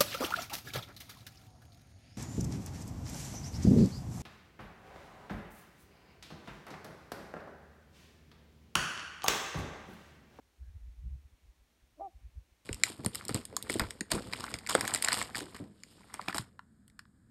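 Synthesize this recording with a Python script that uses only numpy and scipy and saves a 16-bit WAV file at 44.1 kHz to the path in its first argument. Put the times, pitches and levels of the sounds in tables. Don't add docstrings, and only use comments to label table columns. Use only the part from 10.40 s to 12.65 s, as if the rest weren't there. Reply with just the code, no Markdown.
import sys
import numpy as np
from scipy import signal
from scipy.fft import rfft, irfft
from scipy.io import wavfile
from scipy.ndimage import uniform_filter1d

SR = 44100
rng = np.random.default_rng(int(sys.argv[2]) if len(sys.argv) > 2 else 0)


def bounce(signal):
    frames = np.transpose(np.atleast_2d(signal))
    limited = np.clip(frames, -1, 1)
    pcm = np.round(limited * 32767).astype(np.int16)
    wavfile.write(sys.argv[1], SR, pcm)


N = 99225
T = np.arange(N) / SR
HZ = np.fft.rfftfreq(N, 1 / SR)

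# (time [s], pitch [Hz], effort: level of the second harmonic [dB], level of the fundamental [dB])
LOW_REGISTER = [(1.569, 308, -81, -84), (1.585, 309, -64, -62), (1.593, 276, -65, -61),
                (1.599, 315, -45, -57), (1.606, 341, -50, -61), (1.613, 336, -40, -58),
                (1.619, 327, -48, -66), (1.626, 321, -63, -76), (1.665, 342, -67, -90)]
HIGH_REGISTER = [(1.603, 386, -61, -75), (1.611, 385, -46, -63), (1.619, 395, -41, -59),
                 (1.633, 399, -43, -62), (1.655, 394, -43, -57), (1.673, 373, -44, -65),
                 (1.682, 338, -59, -60), (1.703, 345, -77, -75)]
# (time [s], roughness [0-1])
ROUGHNESS = [(1.585, .4), (1.6, 0.4), (1.615, 0.34), (1.625, 0.02), (1.64, 0.18), (1.68, 0.07)]
# (frequency [Hz], relative level per Hz [dB])
RASP_SPECTRUM = [(100, -42), (210, -17), (275, -3), (450, -7), (530, -1), (680, -1), (880, -0.5),
                 (1050, -1.5), (1290, -2), (1450, -24), (2500, -47), (5000, -68)]
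RASP_DB = -9.5
SIDEBAND_DB = -7.5


def swan():
    low, low_turn, low_effort = register(LOW_REGISTER)
    high, high_turn, high_effort = register(HIGH_REGISTER)
    both_efforts = np.hypot(low_effort, high_effort)

    beat = 2 * (high_turn - low_turn)
    overlap = low_effort * high_effort / (both_efforts + 1e-12)
    extra_tones = np.cos(2 * low_turn - beat) + np.cos(2 * high_turn + beat)
    sidebands = amp(SIDEBAND_DB) * overlap * extra_tones

    roughness = np.clip(curve(ROUGHNESS), 0, 1)
    rasp = amp(RASP_DB) * roughness * both_efforts * noise(RASP_SPECTRUM)
    return low + high + sidebands + rasp


# (harmonic number, level against the second harmonic [dB])
UPPER_HARMONICS = [(3, -23), (4, -50), (5, -64), (6, -43.5)]
CLOSE_AT_S, CLOSE_DB_PER_S = 1.652, 190


def register(points):
    s, hz, effort_db, fundamental_db = np.transpose(points)
    turn = 2 * np.pi * np.cumsum(np.interp(T, s, hz, left=0)) / SR
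    sounding = (T > s[0]) * (T < s[-1])
    effort = amp(np.interp(T, s, effort_db)) * sounding
    fundamental = amp(np.interp(T, s, fundamental_db)) * sounding

    opening = amp(-CLOSE_DB_PER_S * np.maximum(T - CLOSE_AT_S, 0))
    upper = sum(amp(gain_db) * np.cos(round(k) * turn) for k, gain_db in UPPER_HARMONICS)
    overtones = np.cos(2 * turn) + opening * upper
    sound = np.sqrt(2) * (fundamental * np.cos(turn) + effort * overtones)
    return sound, turn, effort


SHORE_DB, SHORE_T60_S, SHORE_DELAY_S = -31, 0.55, .006


def shore(x):
    echoes = rng.standard_normal(N) * (rng.random(N) < 2000 / SR)
    tail = echoes * amp(-60 * T / SHORE_T60_S) * (T > SHORE_DELAY_S)
    return amp(SHORE_DB) * signal.fftconvolve(x, tail / np.linalg.norm(tail))[:N]


# (time of the peak [s], spread to each side [s], level of the low throb [dB],
# level of the eddies [dB])
WIND_GUSTS = [(0.04, 0.013, -68.5, -72), (0.227, 0.013, -44, -58.5), (0.289, 0.016, -46.5, -77),
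              (0.363, 0.0088, -41.5, -63), (0.44, 0.02, -46.5, -79), (0.492, 0.025, -46, -68),
              (0.596, 0.012, -45, -72), (0.681, .026, -39.5, -44), (.728, 0.027, -40, -52.5),
              (0.86, 0.0087, -53, -58), (0.936, 0.0095, -57, -78.5), (1.052, 0.012, -60, -67),
              (1.097, 0.0097, -53.5, -79), (1.215, 0.017, -62.5, -81), (1.439, 0.0073, -60, -72),
              (1.503, 0.028, -69, -73.5), (1.628, 0.026, -64, -89), (1.764, 0.0099, -50, -80),
              (1.856, 0.016, -48.5, -54), (1.982, 0.014, -44.5, -50.5), (2.126, 0.0045, -61, -82)]
# (frequency [Hz], relative level per Hz [dB])
THROB_SPECTRUM = [(15, -55), (33, -30), (45, -8.5), (55, 2), (68, -0.5), (85, -10.5), (120, -26),
                  (170, -48), (250, -55), (600, -89)]
EDDY_SPECTRUM = [(45, -27), (75, 11.5), (100, 3), (135, -5), (180, -13), (250, -38), (400, -52.5),
                 (1000, -75)]
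LULL_DB = -78.5


def wind():
    throb_power = sum((amp(db) * swell(at, spread)) ** 2 for at, spread, db, _ in WIND_GUSTS)
    eddy_power = sum((amp(db) * swell(at, spread)) ** 2 for at, spread, _, db in WIND_GUSTS)
    force = np.sqrt(amp(LULL_DB) ** 2 + throb_power)
    swirl = np.sqrt(eddy_power)
    return force * steadied(noise(THROB_SPECTRUM)) + swirl * steadied(noise(EDDY_SPECTRUM))


def steadied(x):
    z = signal.hilbert(x)
    local_power = uniform_filter1d(abs(z) ** 2, size=400)
    return evened(z.real / np.sqrt(local_power + 0.13))


# (frequency [Hz], relative level per Hz [dB])
HISS_SPECTRUM = [(20, -7.5), (60, 1.5), (150, 3.5), (250, 6), (450, 0), (900, -2.5), (1400, -5), (2100, -3),
                 (3000, -6), (4300, -7), (4850, -11), (5400, -8.5), (6700, -9.5), (7500, -12.5),
                 (9000, -11.5), (9900, -12.5), (10400, -18), (11200, -13.5), (15500, -17)]
HISS_DB = -74.5
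# (time of the peak [s], spread to each side [s], centre [Hz],
# half width [Hz], level at the peak [dB])
HISS_SWELLS = [(0.276, 0.03, 1650, 130, -79), (0.406, .05, 1900, 220, -85), (1.84, .05, 2330, 450, -83)]


def air():
    out = amp(HISS_DB) * noise(HISS_SPECTRUM)
    for at, spread, hz, width_hz, db in HISS_SWELLS:
        band_shape = 1 / (1 + ((HZ - hz) / width_hz) ** 2)
        band = irfft(rfft(rng.standard_normal(N)) * band_shape, N)
        out = out + amp(db) * swell(at, spread) * evened(band)
    return out


def amp(db):
    return 10 ** (np.asarray(db) / 20)


def evened(x):
    return x / np.sqrt(np.mean(abs(x) ** 2) + 1e-20)


def curve(points):
    return np.interp(T, *np.transpose(points))


def noise(points):
    hz, db = np.transpose(points)
    gain = amp(np.interp(np.log(HZ + 1), np.log(hz), db))
    return evened(irfft(rfft(rng.standard_normal(N)) * gain, N))


def swell(at, spread):
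    return 1 / np.cosh(np.clip((T - at) / spread, -60, 60))


def scene():
    honk = swan()
    return (honk + shore(honk) + wind() + air())[None]


EDGE_HZ = 15800


def record(dry):
    low_pass = signal.firwin(1023, EDGE_HZ, window=("kaiser", 9), fs=SR)
    return signal.oaconvolve(dry, low_pass[None], "same")


dry = scene()
out = record(dry)
bounce(out)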